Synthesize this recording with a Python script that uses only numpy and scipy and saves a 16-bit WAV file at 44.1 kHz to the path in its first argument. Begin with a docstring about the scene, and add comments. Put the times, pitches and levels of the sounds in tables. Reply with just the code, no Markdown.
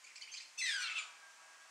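"""In a leafy tree, a lorikeet chatters softly, then gives one harsh squawk that falls by about an octave.
The squawk is a jittery stack of partials, some at thirds of its pitch; a second, higher tone joins near the end.
The chatter and second tone are short gliding notes. Decaying noise echoes scatter the voice off the leaves.
Behind are filtered-noise outdoor hiss and a faint drone of steady multiples, like a far small engine."""
import sys
import numpy as np
from scipy import signal
from scipy.fft import rfft, irfft
from scipy.io import wavfile

SR = 44100
rng = np.random.default_rng(int(sys.argv[2]) if len(sys.argv) > 2 else 0)


def inscribe(sig):
    """Save sig as 16-bit PCM at rate SR to the path in sys.argv[1].

    A 1-D sig is mono; a 2-D sig holds one channel per row.
    Samples are clipped to [-1, 1] before scaling.
    """
    pcm = np.round(np.clip(np.atleast_2d(sig).T, -1, 1) * 32767)
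    wavfile.write(sys.argv[1], SR, pcm.astype(np.int16))


N = 74970
TIME = np.arange(N) / SR
SIDES = np.array([[1], [-1]])  # sign of a left-right difference in each ear
CUTOFF_HZ = 15650  # top of the whole sound
JITTER_HZ = 160  # fastest wander of the bird's pitch


def from_db(db):
    """Turn decibels into gain."""
    return 10 ** (np.asarray(db) / 20)


def rms_one(x):
    """Scale to unit power."""
    return x / np.sqrt(np.mean(np.abs(x) ** 2) + 1e-20)


def in_time(rows):
    """Turn each column of a table into a curve over time."""
    s, *columns = np.transpose(rows)
    return [np.interp(TIME, s, column) for column in columns]


def at_hz(points, hz):
    """Read a spectrum on a log-frequency axis."""
    table_hz, table_db = np.transpose(points)
    return np.interp(np.log(hz), np.log(table_hz), table_db)


def butter(order, hz, kind="low"):
    """Design a smooth filter that passes one side of a frequency, or a band."""
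    return signal.butter(order, hz, kind, fs=SR, output="sos")


def drift(hz, size=N):
    """Random wander, made of noise below the given rate, with a spread of about 1."""
    run_in = 4000  # samples dropped while the filter settles
    noise = rng.standard_normal(size + run_in)
    return rms_one(signal.sosfilt(butter(2, hz), noise))[run_in:]


def partial(phase, rough, width_hz):
    """One partial, with a share of its power smeared into a band around it."""
    rough, size = np.clip(rough, 0, 1), len(phase)
    clean = np.sqrt(2 * (1 - rough)) * np.cos(phase)
    smeared = drift(width_hz, size) * np.cos(phase) + drift(width_hz, size) * np.sin(phase)
    return clean + np.sqrt(rough) * smeared


# how the squawk's voice changes: start_s, pitch_hz, roughness (0-1, before the shares below),
# thirds_db (partials between whole multiples), fundamental_db (extra), tilt_db (per octave above the pitch)
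SQUAWK = [(0.575, 2587, 0.16, 0.5, 19, 7), (0.594, 2700, 0.17, -3.5, 3, 7), (0.612, 2566, 0.1, -6.5, 9, 4),
          (0.617, 2083, 0.3, -13.5, 0.5, -3), (0.643, 2008, 0.18, -18, 3, -1.5),
          (0.668, 1900, 0.5, -0.5, 12.5, 1.5), (0.695, 1786, 0.34, -9, 13, 1.5),
          (0.722, 1675, 0.42, -11, -0.5, -2.5), (0.755, 1614, 0.28, -16.5, 13.5, 0),
          (0.79, 1469, 0, -17.5, 7.5, -2.5), (0.825, 1476, 0.52, -4.5, 8, 1),
          (0.85, 1368, 0.24, -12, 2, -3.5), (0.89, 1338, 1, 1, -4, -6.5), (0.93, 1308, 0.37, 0, 11.5, -1),
          (0.968, 1320, 0.4, -3, 6.5, -1), (1.02, 1220, 0.77, 2.5, 13, 1.5)]
# how hard the bird calls: start_s, level_db (before SQUAWK_DB)
EFFORT = [(0.57, -86), (0.578, -48.5), (0.588, -38), (0.636, -35.5), (0.766, -36), (0.772, -41),
          (0.824, -37), (0.942, -45.5), (0.984, -42), (1.04, -55.5)]
# fixed tone colour of the throat: frequency_hz, boost_db
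THROAT = [(1200, -3), (1800, -8.5), (2400, 7), (2900, -1.5), (3400, 3.5), (4200, -1), (4800, -1.5),
          (5400, -6), (6000, -3), (6900, -11.5), (8300, -7.5), (9500, -18.5), (10800, -36), (12000, -26),
          (14000, -60)]
# a moving throat resonance, mostly sinking: start_s, centre_hz, boost_db (negative is a dip)
RESONANCE = [(0.58, 6010, 14), (0.635, 5840, 7.5), (0.67, 4550, 6.5), (0.71, 3520, -4), (0.75, 5012, 6.5),
             (0.80, 4400, -9), (0.85, 4050, 6), (0.88, 3170, 10.5), (0.92, 2450, 9), (0.965, 3150, 10),
             (1.01, 3180, 5)]
RESONANCE_WIDTH_HZ = 390  # from the centre to half the boost in dB
SQUAWK_DB, CLOSE_S, RELEASE_DB_PER_S = -3.5, 1.055, 254
SQUAWK_JITTER = 0.013  # spread, as a share of the pitch
RASP_HZ, FLUTTER_DB, FLUTTER_HZ = 158, 0.7, 108
BETWEEN_ROUGH, FUNDAMENTAL_ROUGH, OVERTONE_ROUGH = 0.81, 0.54, 0.58  # shares of the roughness


def squawk():
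    """A falling, jittery tone with rough partials at thirds of its pitch, shaped by the throat."""
    pitch, rough, thirds_db, fundamental_db, tilt_db = in_time(SQUAWK)
    effort_db, = in_time(EFFORT)
    centre_hz, boost_db = in_time(RESONANCE)
    jittery_pitch = pitch * (1 + SQUAWK_JITTER * drift(JITTER_HZ))
    phase = 2 * np.pi * np.cumsum(jittery_pitch) / SR
    out, power = 0, 0
    for step in range(3, 28):  # thirds of the pitch, from the fundamental to the ninth multiple
        multiple = step / 3
        between = step % 3 > 0
        hz = multiple * pitch
        resonance_db = boost_db / (1 + ((hz - centre_hz) / RESONANCE_WIDTH_HZ) ** 2)
        gain_db = at_hz(THROAT, hz) + resonance_db + tilt_db * np.log2(multiple)
        share = OVERTONE_ROUGH
        if between:
            gain_db, share = gain_db + thirds_db, BETWEEN_ROUGH
        elif multiple == 1:
            gain_db, share = gain_db + fundamental_db, FUNDAMENTAL_ROUGH
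        gain = from_db(gain_db) * (hz < CUTOFF_HZ)
        start_phase = rng.uniform(0, 2 * np.pi)
        out = out + gain * partial(multiple * phase + start_phase, rough * share, RASP_HZ)
        power = power + gain ** 2
    release_db = RELEASE_DB_PER_S * np.maximum(TIME - CLOSE_S, 0)
    level_db = SQUAWK_DB + effort_db + FLUTTER_DB * drift(FLUTTER_HZ) - release_db
    # dividing by the power lets the effort alone set the loudness
    return out / np.sqrt(power) * from_db(level_db) * (TIME > EFFORT[0][0])


# second tone in the squawk: start_s, length_s, first_pitch_hz, last_pitch_hz, level_db, roughness (0-1),
# second_partial_db, third_partial_db (both relative to the first)
SECOND_TONE = [(0.895, 0.035, 2434, 2290, -51, 0.5, -35, -9.5),
               (0.953, 0.043, 2720, 2473, -44.5, 0.04, -23, -20.5),
               (0.958, 0.0296, 3150, 2907, -44, 0.54, -18.5, -24),
               (0.981, .02, 2480, 2298, -43.5, 0.07, -27, -6),
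               (0.998, 0.0327, 2407, 2320, -53.5, .15, 0.5, 2)]
# soft chatter: start_s, length_s, first_pitch_hz, last_pitch_hz, level_db, roughness (0-1),
# second_partial_db, third_partial_db (both relative to the first)
CHATTER = [(0.038, 0.017, 2270, 2280, -55, 0.28, -5, 0.5),
           (0.060, 0.025, 2353, 2480, -58.5, 0.75, -4.5, -8),
           (0.088, 0.0375, 2390, 2217, -61.5, 0.65, -25, -28), (0.153, .014, 2114, 2640, -51.5, 0.9, 3, -2),
           (0.167, .018, 2750, 2310, -53, 0.56, 3, -8), (0.209, 0.013, 2067, 2314, -49.5, 0, -4.5, -6),
           (0.2175, 0.0075, 2170, 2450, -45.5, 0.54, 16, 0), (0.220, .014, 3110, 2960, -51, 0.1, -11, -15),
           (0.227, 0.02, 2290, 2340, -54.5, 0.5, -1, -24), (0.272, 0.011, 2114, 2510, -53, 0.4, -10, -26),
           (0.283, 0.032, 2830, 2976, -57.5, .6, -10, -17), (0.314, 0.033, 3100, 3130, -52, 0, 7, -15),
           (0.320, 0.021, 2313, 2436, -55, 0.97, 5, -2), (0.336, 0.0187, 2332, 2527, -45, 0.23, 3, -6.5),
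           (0.356, 0.019, 3144, 3044, -52.5, 0.3, -14, -21), (0.358, 0.017, 2424, 2500, -52, 0.65, 11, -1),
           (0.369, 0.0233, 2174, 2030, -48, 0.42, 15.5, 8.5), (0.399, .013, 2143, 2497, -48, 0.6, 2, -10),
           (0.413, 0.024, 2470, 2630, -56.5, 1, -0.5, -7)]
NOTE_EDGE_S, NOTE_RASP_HZ, NOTE_TOP_HZ = 0.0045, 308, 9660
NOTE_JITTER = 0.014  # spread, as a share of the pitch
FOURTH_PARTIAL_DB = -13  # relative to the third


def notes(rows):
    """Short gliding notes, each a stack of four rough partials."""
    out, t = np.zeros(N), TIME[:SR // 10]
    for start_s, length_s, first_hz, last_hz, level_db, rough, second_db, third_db in rows:
        glide = np.interp(t, [0, length_s], [first_hz, last_hz])
        pitch = glide * (1 + NOTE_JITTER * drift(JITTER_HZ, len(t)))
        phase = 2 * np.pi * np.cumsum(pitch) / SR
        partials_db = [0, second_db, third_db, third_db + FOURTH_PARTIAL_DB]
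        gains = rms_one(from_db(partials_db)) / 2  # the four powers add up to 1
        tone = sum(gain * partial(k * phase, rough, NOTE_RASP_HZ * np.sqrt(k))
                   for k, gain in enumerate(gains, 1))
        fade_in = np.clip(t / NOTE_EDGE_S, 0, 1)
        fade_out = np.clip((length_s - t) / NOTE_EDGE_S + 0.5, 0, 1)
        start = int(start_s * SR)
        out[start:start + len(t)] += from_db(level_db) * fade_in * fade_out * tone
    return signal.sosfilt(butter(12, NOTE_TOP_HZ), out)


# echoes: level before WET_DB, decay to 1/e (leaves) or by 60 dB (tails), left-right share
LEAVES_DB, LEAVES_S, TAIL_DB, TAIL_T60_S, ECHO_WIDTH = -8.5, 0.027, -5.5, 0.44, 0.18
LOW_TAIL_DB, LOW_TAIL_T60_S, LOW_TAIL_HZ, LOW_TAIL_WIDTH = -6.5, 1, 1900, 0.27
WET_DB = 0.5  # added to every echo
VOICE_FLOOR_HZ, LOW_PAN_DB = 735, 3.5  # positive pan is louder on the left


def foliage(voice, pan_db):
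    """The direct sound, a quick scatter off nearby leaves, a tail from the garden and a longer, wider dull one."""
    t = TIME[:SR]
    voice = signal.sosfilt(butter(3, VOICE_FLOOR_HZ, "high"), voice)
    low = signal.sosfiltfilt(butter(3, LOW_TAIL_HZ), voice)
    out = (voice - low) * from_db(pan_db / 2 * SIDES) + low * from_db(LOW_PAN_DB / 2 * SIDES)
    echoes = [
        (voice, LEAVES_DB, np.exp(-t / LEAVES_S), ECHO_WIDTH),
        (voice, TAIL_DB, from_db(-60 * t / TAIL_T60_S), ECHO_WIDTH),
        (low, LOW_TAIL_DB, from_db(-60 * t / LOW_TAIL_T60_S), LOW_TAIL_WIDTH),
    ]
    for source, level_db, decay, width in echoes:
        mid, side = rng.standard_normal((2, len(t))) * decay / np.sqrt(np.sum(decay ** 2))
        echo = signal.fftconvolve(source[None], mid + width * side * SIDES, axes=1)[:, :N]
        out = out + from_db(level_db + WET_DB) * echo
    return out


# far engine: start_s, firing_rate_hz, drone_level_db, whine_level_db
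ENGINE = [(0, 149.3, -77, -85), (0.5, 150, -76, -90), (0.75, 166.1, -70, -80), (1.08, 162.6, -64, -81),
          (1.218, 163.1, -70, -68), (1.235, 160, -65.5, -61.5), (1.355, 160, -72, -60),
          (1.375, 161.3, -67.5, -71), (1.455, 162.8, -64.5, -71), (1.485, 162.4, -68, -66),
          (1.64, 162.8, -68, -64.5), (1.7, 161.2, -67, -76)]
# tones in the drone: multiple (of the firing rate), level_db (relative)
ENGINE_ORDERS = [(4, -5.5), (5, -10.5), (6, -0.5), (7, 2.5), (8, 0), (9, -7), (11, -12), (13, -6.5),
                 (14, -2), (16, -1.5)]
WHINE_ORDER = 10  # multiple of the firing rate
ENGINE_ROUGH, WHINE_ROUGH, ENGINE_WAVER_HZ = 0.22, 0.16, 18
EXHAUST_DB, EXHAUST_LOW_HZ, EXHAUST_HIGH_HZ = -0.5, 670, 1750  # level relative to the drone
EXHAUST_WIDTH = 0.18  # left-right share


def engine():
    """A far drone whose orders waver on the way, with the rush of its exhaust; one order swells into a whine."""
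    firing_hz, drone_db, whine_db = in_time(ENGINE)
    phase = 2 * np.pi * np.cumsum(firing_hz) / SR
    drone = rms_one(sum(from_db(level_db) * partial(k * phase, ENGINE_ROUGH, ENGINE_WAVER_HZ)
                        for k, level_db in ENGINE_ORDERS))
    exhaust_band = butter(2, [EXHAUST_LOW_HZ, EXHAUST_HIGH_HZ], "band")
    mid, side = signal.sosfilt(exhaust_band, rng.standard_normal((2, N)))
    exhaust = from_db(EXHAUST_DB) * rms_one(mid + EXHAUST_WIDTH * side * SIDES)
    whine = partial(WHINE_ORDER * phase, WHINE_ROUGH, ENGINE_WAVER_HZ)
    return from_db(drone_db) * (drone + exhaust) + from_db(whine_db) * whine


# colour of the outdoor hiss: frequency_hz, level_db (per Hz, relative)
AIR = [(30, -28), (80, -28.5), (170, -21.5), (330, -14.5), (500, -13), (700, -10.5), (1100, -6),
       (1800, -1.5), (2600, -2.5), (4000, -6.5), (6200, -3.5), (8000, -6.5), (9500, -12), (10500, -18.5),
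       (12000, -24), (15500, -29.5)]
AIR_DB = -62.5  # overall level
# how alike the hiss is in the two ears: frequency_hz, likeness (0-1)
LIKENESS = [(30, .65), (120, 0.99), (700, 0.74), (1500, 0.59), (4000, 0.97), (12000, 0.96)]


def air():
    """Steady outdoor hiss: coloured noise, largely alike in both ears."""
    hz = np.maximum(np.fft.rfftfreq(N, 1 / SR), 1)
    mid, side = rfft(rng.standard_normal((2, N)))
    alike = np.clip(at_hz(LIKENESS, hz), 0, 1)
    both = np.sqrt(1 + alike) * mid + np.sqrt(1 - alike) * side * SIDES
    hiss = irfft(from_db(at_hz(AIR, hz)) * both, N)
    return from_db(AIR_DB) * rms_one(hiss)


def scene():
    """The bird in its tree over the engine and the hiss."""
    call = foliage(squawk() + notes(SECOND_TONE), pan_db=1.46)
    chatter = foliage(notes(CHATTER), pan_db=-1.9)
    return call + chatter + engine() + air()


def record(dry):
    """Cut the top steeply."""
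    steep_cut = signal.ellip(12, 0.1, 70, CUTOFF_HZ, fs=SR, output="sos")
    return signal.sosfilt(steep_cut, dry)


dry = scene()
out = record(dry)
inscribe(out)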